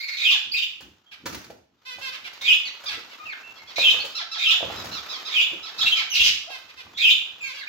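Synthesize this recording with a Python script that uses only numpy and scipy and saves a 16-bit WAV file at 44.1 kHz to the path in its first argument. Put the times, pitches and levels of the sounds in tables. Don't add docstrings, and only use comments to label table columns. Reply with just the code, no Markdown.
import sys
import numpy as np
from scipy import signal
from scipy.fft import rfft, irfft, next_fast_len
from scipy.io import wavfile
from scipy.ndimage import uniform_filter1d

SR = 44100
rng = np.random.default_rng(int(sys.argv[2]) if len(sys.argv) > 2 else 0)


def put_to_file(sound):
    columns = np.atleast_2d(sound).T
    safe = np.clip(columns, -1, 1)
    whole_steps = np.round(safe * 32767)
    wavfile.write(sys.argv[1], SR, whole_steps.astype(np.int16))


N = 338943
EDGE_HZ = 15900


def amp(db):
    return 10 ** (np.asarray(db) / 20)


def unit(x):
    return x / np.sqrt(np.mean(x ** 2) + 1e-20)


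def read(points, hz):
    f, value = np.transpose(points)
    return np.interp(np.log(hz + 1), np.log(f + 1), value)


def add(mix, s, sound):
    part = mix[max(round(s * SR), 0):][:len(sound)]
    part += sound[:len(part)]


def play(source, rows):
    mix = np.zeros(N)
    for row in rows:
        add(mix, *source(*row))
    return mix


def noise(colour, size):
    n = next_fast_len(size)
    spectrum = rfft(rng.standard_normal(n)) * amp(read(colour, np.fft.rfftfreq(n, 1 / SR)))
    return unit(irfft(spectrum, n)[:size])


def wobble(hz, size):
    run_in = SR // 20
    low_pass = signal.butter(2, hz, fs=SR)
    return unit(signal.lfilter(*low_pass, rng.standard_normal(size + run_in)))[-size:]


def voice(hz, throat, tilt_db, count):
    turns = np.cumsum(hz) / SR
    lag = rng.random((count, 1))
    k = np.arange(1, count + 1)[:, None]
    height = amp(read(throat, k * abs(hz)) + tilt_db * np.log2(k)) * (k * hz < EDGE_HZ)
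    tone = (height * np.sin(2 * np.pi * (k * turns + lag))).sum(0)
    return tone, (height ** 2).sum(0) / 2


# (frequency [Hz], level [dB])
CHIRP_THROAT = [(1500, -6.5), (2200, -2.5), (2900, -2), (3600, -1.5), (4600, -5), (5500, -22.5),
                (6200, -21), (7200, -15), (9000, -37.5), (11000, -29.5), (14000, -15), (16000, -21.5)]
# (frequency [Hz], level [dB])
RASP_COLOUR = [(500, -39), (1200, -38), (1900, -11), (3000, -6.5), (4200, 5.5), (6000, 2.5), (7500, -11),
               (9000, -25), (13500, -18.5), (16000, -24.5)]


def syrinx(low_hz, high_hz, rough, jitter=0.112, shimmer=0.98, rasp=0.63, tilt_db=-8.5,
           upper_db=1.0, enter_s=0.004):
    t = np.arange(len(low_hz)) / SR
    lower = 1 - np.exp(-t / enter_s)
    sound, power = 0, 0
    for hz, share in (low_hz, lower), (high_hz, amp(upper_db)):
        shake = jitter * rough * wobble(584, len(t)) + 0.01882 * wobble(95.0, len(t))
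        tone, tone_power = voice(hz * (1 + shake), CHIRP_THROAT, tilt_db, count=7)
        sound = sound + share * tone * (1 + shimmer * rough * wobble(300, len(t)))
        power = power + share ** 2 * tone_power
    air = rasp * rough ** 3 * noise(RASP_COLOUR, len(t))
    return (sound / np.sqrt(power) + air) * signal.windows.tukey(len(t), .06)


# (time the voices meet [s], lead-in [s], time until they part [s],
# meeting pitch [Hz], level [dB], rise [dB/s], ending relative to level [dB], basic roughness [0-1])
CHIRPS = [(.285, .12, .025, 2913, -15, 179.5, -1.5, 0.54),
          (2.508, 0.1, 0.018, 2850, -13, 253.5, -5.5, 0.48),
          (3.866, 0.11, .03, 3039, -13.5, 174, -4.5, 0.58), (4.48, .1, 0.025, 2966, -17, 144, 3.5, 0.49),
          (5.382, .075, .026, 2873, -16, 276, -1, 0.43), (7.06, .091, 0.038, 2965, -13, 223, 0, 0.44)]
APART, MET, PARTED = (.79, 1.29), (0.9, 1.025), (1.01, 1.19)
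CLOSE_S, FLICK_S, SAG_HZ_PER_S = .04, .003, 7980
FULL_S, ENDING_S, FALL_DB_PER_S, RELEASE_S = 0.011, 0.014, 479, .05
MET_ROUGH, START_ROUGH, START_S = 0.13, .3, 0.032


def chirp(meet_s, lead_s, part_s, hz, level_db, rise_db_per_s, ending_db, rough):
    t = np.arange(-lead_s, part_s + RELEASE_S, 1 / SR)
    apart = 1 - np.exp(-(np.minimum(t, 0) / CLOSE_S) ** 2)
    parted = .5 + .5 * np.tanh((t - part_s) / FLICK_S)
    met = 1 - apart - parted
    sag_hz = SAG_HZ_PER_S * np.maximum(t, 0) * met
    low_hz, high_hz = (hz * (a * apart + m * met + p * parted) - sag_hz
                       for a, m, p in zip(APART, MET, PARTED))
    swell_db = rise_db_per_s * np.minimum(t + FULL_S, 0)
    fall_db = FALL_DB_PER_S * np.maximum(t - part_s - ENDING_S, 0)
    rough = rough + (MET_ROUGH - rough) * met + START_ROUGH * np.exp(-(t + lead_s) / START_S)
    sound = syrinx(low_hz, high_hz, rough, enter_s=0.0089, tilt_db=-7.5, jitter=0.094, rasp=0.99)
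    return meet_s - lead_s, amp(level_db + swell_db - fall_db + ending_db * parted) * sound


# (time [s], length [s], lower mid-call pitch [Hz], its glide [octaves],
# upper mid-call pitch [Hz], its glide [octaves], level [dB], roughness [0-1])
SQUAWKS = [(0, 0.017, 2126, 0, 4140, -0.14, -28, 0.4), (0.017, 0.037, 2270, -0.079, 4460, -0.15, -29, 0.28),
           (0.073, 0.033, 2238, -0.048, 4300, 0.1, -28.5, 0.56),
           (.115, .05, 2180, -0.031, 4280, -0.08, -29.5, 0.45),
           (0.533, 0.033, 2550, 0.322, 4700, 0.18, -21.5, 0.29),
           (0.564, 0.038, 2754, .35, 3640, -0.07, -21.5, 0.42),
           (0.616, 0.03, 2798, 0.33, 3304, 0.39, -22, 0.4),
           (5.775, 0.029, 4130, -0.24, 4700, -.2, -34, 0.62),
           (5.808, 0.0336, 3360, 0.14, 3920, 0.18, -17.5, 0.21),
           (5.854, 0.0425, 2740, 0.096, 3794, -0, -17.5, 0.44),
           (5.913, 0.033, 3140, -0.027, 3233, 0, -17, 0.1),
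           (5.949, 0.0644, 2353, -0.157, 3175, -.14, -23.5, 0.5),
           (6.134, .053, 2735, -.05, 4120, -0.63, -17, 0.59),
           (6.192, 0.035, 2830, 0.0053, 3380, 0.03, -12, 0.47),
           (6.23, .07, 2892, 0.024, 3245, 0.17, -17, 0.77)]
SQUAWK_EDGE_DB = -9
SQUAWK_TILT_DB = -6


def squawk(s, length, low_hz, low_glide, high_hz, high_glide, level_db, rough):
    u = np.linspace(-.5, .5, int(length * SR))
    sound = syrinx(low_hz * 2 ** (low_glide * u), high_hz * 2 ** (high_glide * u), rough,
                   tilt_db=SQUAWK_TILT_DB, upper_db=-3.0, shimmer=0.99, rasp=1.58)
    return s, amp(level_db + SQUAWK_EDGE_DB * (2 * u) ** 2) * sound


def stack(length, top_hz, octaves, hold, rough, throat, scoop=0.1206, jitter=0.12, close_db=-3.0,
          rasp=1.0, swell=5.3, fade_db=-12.0, slack=.29):
    t = np.arange(int(length * SR)) / SR
    drop = octaves * np.clip((t / length - hold) / max(1 - hold, .05), 0, 1)
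    hz = top_hz / 2 ** drop * (1 - scoop * np.exp(-t / 0.00689))
    rough = rough + slack * drop
    shaken_hz = hz * (1 + jitter * rough * wobble(390, len(t)))
    tone, power = voice(shaken_hz, throat, close_db * drop, count=28)
    sound = tone / np.sqrt(power) + rasp * rough * noise(throat, len(t))
    onset = 1 - np.exp(-t * top_hz / swell)
    return amp(fade_db * drop) * sound * onset * signal.windows.tukey(len(t), .15)


# (frequency [Hz], level [dB])
TET_THROAT = [(500, -10), (800, -14.5), (1300, -2), (1900, 0.5), (2700, -3.5), (3300, 6.5), (4100, 5),
              (5200, 2), (7000, -16), (9000, -40), (13000, -26), (16000, -48)]
# (time [s], length [s], top pitch [Hz], fall [octaves], level [dB])
TETS = [(0.298, 0.073, 1200, 0.77, -28.5), (2.649, 0.041, 2330, 0.33, -33), (2.855, .045, 1255, 0.22, -30),
        (3.554, .046, 1124, 0.24, -49), (3.67, 0.052, 1154, 0.38, -43), (4.145, 0.091, 1392, 1.2, -30),
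        (4.31, 0.079, 1350, 1.14, -31.5), (4.467, 0.095, 1332, 1.07, -29.5),
        (4.755, 0.07, 1323, 0.091, -39.5), (4.911, 0.089, 1418, 0.39, -34), (5.083, .09, 1302, .38, -34),
        (5.248, 0.063, 1307, 0.62, -33), (5.624, .085, 1338, 0.94, -37), (5.782, 0.073, 1345, 1.07, -27),
        (5.953, .086, 1340, 1, -30.5)]
TET_HOLD, TET_ROUGH = .35, 0.21
TET_FADE_DB = -3.5


def tet(s, length, top_hz, octaves, level_db):
    sound = stack(length, top_hz, octaves, TET_HOLD, TET_ROUGH, TET_THROAT, fade_db=TET_FADE_DB,
                  close_db=-5.5, slack=0.14, jitter=0.15, rasp=.65, swell=6.0)
    return s, amp(level_db) * sound


# (frequency [Hz], level [dB])
BEEP_THROAT = [(500, -17), (800, -18.5), (1200, -7), (1800, -4.5), (2600, 1.5), (3200, -2), (4000, -5),
               (5200, -9), (7000, -23), (9000, -32), (13000, -26.5), (16000, -33.5)]
# (time [s], length [s], top pitch [Hz], fall [octaves], level [dB])
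BEEPS = [(1.11, 0.039, 915, 0.64, -42), (1.847, 0.1, 521, 0.097, -37), (2.007, 0.094, 540.6, 0.11, -32),
         (2.117, 0.047, 640, .37, -35), (2.236, 0.047, 808, 0.33, -35.5), (2.88, .08, 840, 0.51, -32.5),
         (3.097, .056, 775, 0.27, -44.5), (5.719, 0.087, 527, 0.051, -46), (6.491, .076, 547, 0.133, -36),
         (6.681, 0.033, 688, 0.48, -43.5), (6.763, 0.056, 530, 0.16, -40), (7.424, .1, 542.4, 0.11, -36.5),
         (7.525, 0.088, 573, 0.11, -39)]
BEEP_HOLD, BEEP_ROUGH_PER_OCTAVE = .32, 1
BEEP_FADE_DB = -5


def beep(s, length, top_hz, octaves, level_db):
    rough = BEEP_ROUGH_PER_OCTAVE * octaves
    sound = stack(length, top_hz, octaves, BEEP_HOLD, rough, BEEP_THROAT, fade_db=BEEP_FADE_DB, swell=7.7)
    return s, amp(level_db) * sound


# (time [s], length [s], first pitch [Hz], last pitch [Hz], level [dB])
WHISTLES = [(0.514, 0.0326, 4650, 4720, -26), (1.057, 0.05, 3220, 3210, -58),
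            (3.19, 0.058, 1200, 1280, -41.5), (3.248, 0.087, 2915, 1950, -36),
            (3.321, 0.02, 2000, 1350, -34), (3.423, 0.11, 2680, 2710, -45.5),
            (3.579, 0.049, 2264, 2060, -46.5), (3.995, 0.033, 4170, 4650, -31.5),
            (6.094, 0.072, 6220, 5290, -33), (6.096, 0.046, 3100, 2804, -29.5),
            (6.47, 0.036, 584, 840, -41.5), (6.936, 0.089, 3420, 3490, -42),
            (7.398, 0.095, 2650, 2072, -34), (7.406, .077, 7520, 6170, -48),
            (7.58, 0.075, 4870, 3470, -44.5), (7.6, 0.045, 2357, 1387, -38), (7.668, .03, 2370, 2520, -34)]


def whistle(s, length, first_hz, last_hz, level_db, jitter=0.02):
    size = int(length * SR)
    hz = np.geomspace(first_hz, last_hz, size) * (1 + jitter * wobble(400, size))
    tone, power = voice(hz, CHIRP_THROAT, -11.5, count=3)
    return s, amp(level_db) * tone / np.sqrt(power) * signal.windows.tukey(size, .4)


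# (frequency [Hz], level [dB])
WIRE_COLOUR = [(88, -29), (150, -24), (428, -17), (500, -27), (561, -9), (1800, -9), (3220, -13),
               (4390, -12), (6730, -14.5), (8660, -30), (15500, -21)]
# (time [s], level [dB], time to die by 60 dB [s])
RATTLES = [(.806, -44, 0.12), (1.257, -26.5, 0.11), (1.326, -37, 0.094), (1.347, -28, 0.021),
           (1.443, -42.5, 0.048), (1.502, -43, 0.051), (1.985, -46, 0.23), (2.332, -41, 0.051),
           (2.414, -40, 0.13), (2.837, -38.5, 0.086), (3.506, -64, 0.049), (3.78, -32, 0.1),
           (4.048, -35, .15), (4.842, -35.5, 0.18), (5.532, -39.5, .03), (6.584, -41, 0.023)]


def rattle(s, level_db, t60, chatter_db=3.0):
    size = SR // 4
    t = np.arange(size) / SR
    wires = unit(noise(WIRE_COLOUR, size) * amp(chatter_db * wobble(800, size)))
    return s, amp(level_db - 60 * t / t60) * wires


# (time [s], level [dB], pitch [Hz])
KNOCKS = [(1.259, -33.5, 387), (1.326, -33, 325), (1.5, -29.5, 635), (1.985, -36, 726), (2.972, -38.5, 363),
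          (3.783, -21, 683), (3.94, -31, 510), (4.04, -33, 570), (4.606, -29.5, 710), (4.628, -21, 670),
          (4.7, -25.5, 824), (4.842, -29, 764), (5.532, -33, 403), (6.2, -40, 64.4), (6.249, -42, 65.5),
          (6.503, -34, 836), (6.865, -40, 930)]


def knock(s, level_db, hz, cycles=16.8):
    t = np.arange(SR // 3) / SR
    modes = [(.6, -9.5), (.8, -2.5), (1, 0), (1.3, -4.5), (2.1, -24)]  # (multiple of the pitch, level [dB])
    ring = sum(amp(db) * np.sin(2 * np.pi * (hz * k * t + rng.random())) for k, db in modes)
    onset = 1 - np.exp(-t * hz / 0.43)
    return s, amp(level_db - 60 * t * hz / cycles) * ring * onset


def chatter(rate=9, above_db=5, fall=.6, rough=.08):
    mix, spread_db = np.zeros(N), 4
    for when, pitch, span, slide, strength in rng.random((int(rate * N / SR), 5)):
        s, hz = when * N / SR, 520 * 2.7 ** pitch
        throat = TET_THROAT if hz > 1000 else BEEP_THROAT
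        level_db = np.interp(s, *np.transpose(RUSTLE)) + above_db + spread_db * (2 * strength - 1)
        call = stack(0.022 + 0.044 * span, hz, fall * slide, 0.49, rough, throat)
        add(mix, s, amp(level_db) * call)
    return mix


def bed(level_db, colour, apart, grain_db):
    grain = amp(grain_db * unit(uniform_filter1d(rng.standard_normal(N), 300)))
    mid = unit(noise(colour, N) * grain)
    side = unit(noise(colour, N) * grain)
    return amp(level_db) * np.array([mid + apart * side, mid - apart * side])


# (frequency [Hz], level [dB])
RUSTLE_COLOUR = [(20, -36), (60, -25), (250, 5), (700, 9.5), (1300, 13), (2000, 6.5), (4000, 6),
                 (7000, -1.5), (9500, -29.5), (13000, -6.5), (16000, -15.5)]
# (time [s], level [dB])
RUSTLE = [(0.0, -65), (0.56, -65), (1.13, -71), (1.41, -54), (1.65, -88), (1.9, -61), (2.03, -57.5),
          (2.87, -52.5), (3.66, -55), (3.96, -42.5), (4.34, -62), (4.75, -41.5), (5.67, -52.5), (5.87, -48),
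          (6.29, -59.5), (7.32, -56), (7.51, -59), (7.69, -55)]


def rustle():
    level_db = np.interp(np.arange(N) / SR, *np.transpose(RUSTLE))
    return bed(level_db, RUSTLE_COLOUR, apart=0.64, grain_db=2.5)


# (frequency [Hz], level [dB])
HANDLING_COLOUR = [(20, -32), (45, -37.5), (64, 1), (85, -1), (150, -4.5), (220, -3.5), (350, -5),
                   (1000, -38.5), (4000, -100.5)]
# (time [s], hold [s], level [dB])
BUMPS = [(0.477, .02, -54), (.835, 0.031, -49.5), (1.253, .11, -42.5), (1.48, 0.029, -49.5),
         (1.973, 0.018, -56), (2.94, .03, -57), (3.806, .02, -55), (3.93, 0.051, -50), (4.641, 0.3, -43.5),
         (5.527, 0.018, -50.5), (5.811, 0.044, -48), (6.2, 0.11, -49), (6.855, 0.074, -55.5)]
BUMP_RISE_DB_PER_S, BUMP_FALL_DB_PER_S = 380, 136
HAND_FLOOR_DB, HAND_SWAY_DB = -72, 6.5


def handling():
    t = np.arange(N) / SR
    level_db = HAND_FLOOR_DB + HAND_SWAY_DB * wobble(4.9, N)
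    for s, hold, db in BUMPS:
        rise_db = BUMP_RISE_DB_PER_S * np.maximum(s - t, 0)
        fall_db = BUMP_FALL_DB_PER_S * np.maximum(t - s - hold, 0)
        level_db = np.maximum(level_db, db - rise_db - fall_db)
    return bed(level_db, HANDLING_COLOUR, apart=.25, grain_db=-1.0)


# (frequency [Hz], time to die by 60 dB [s])
ROOM = [(200, 0.4), (1000, 0.47), (3000, 0.47), (6000, 0.47), (14000, 0.38)]


def room(x, direct_db, wet_db, right_db, lag_ms, early_db=12.0, early_s=0.0056):
    taps = rng.choice([-1., 1.], (2, SR)) * (rng.random((2, SR)) < 4000 / SR)
    hz, t, z = signal.stft(taps, SR, nperseg=256)
    fade = amp(-60 * t / read(ROOM, hz)[:, None] + early_db * np.exp(-t / early_s))
    tail = signal.istft(z * fade, SR, nperseg=256)[1]
    tail[:, :SR // 700] = 0
    wet = signal.fftconvolve(x[None], tail / np.linalg.norm(tail[0]), axes=1)[:, :N]
    delay = np.exp(-2j * np.pi * np.fft.rfftfreq(N, 1 / SR) * lag_ms / 1000)
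    left = irfft(rfft(x) * delay, N)
    both = amp(direct_db) * np.array([left, x]) + amp(wet_db) * wet
    return both * amp([[-right_db / 2], [right_db / 2]])


def scene():
    loud_calls = play(chirp, CHIRPS) + play(squawk, SQUAWKS)
    finch_calls = play(tet, TETS) + play(beep, BEEPS) + play(whistle, WHISTLES)
    loud = room(loud_calls, direct_db=-6.0, wet_db=-0.5, right_db=2.5, lag_ms=-0.31)
    finches = room(finch_calls, direct_db=-4.0, wet_db=0.5, right_db=3.5, lag_ms=-0.27)
    wires = room(play(rattle, RATTLES), direct_db=-2.5, wet_db=2.0, right_db=1.3, lag_ms=0.027)
    knocks = room(play(knock, KNOCKS), direct_db=-1.0, wet_db=1.5, right_db=1.0, lag_ms=0.035)
    far = room(chatter(), direct_db=-10, wet_db=-1, right_db=3, lag_ms=-.2)
    return loud + finches + wires + knocks + far + amp(2.0) * rustle() + amp(-3.0) * handling()


def record(dry):
    low_cut = signal.butter(4, 48, "high", fs=SR, output="sos")
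    dry = signal.sosfilt(low_cut, dry)
    knee, headroom = .78, .17
    held = np.clip(dry, -knee, knee)
    limited = held + headroom * np.tanh((dry - held) / headroom)
    band_limit = signal.firwin(511, EDGE_HZ, window=("kaiser", 9), fs=SR)
    return signal.oaconvolve(limited, band_limit[None], "same")


dry = scene()
out = record(dry)
put_to_file(out)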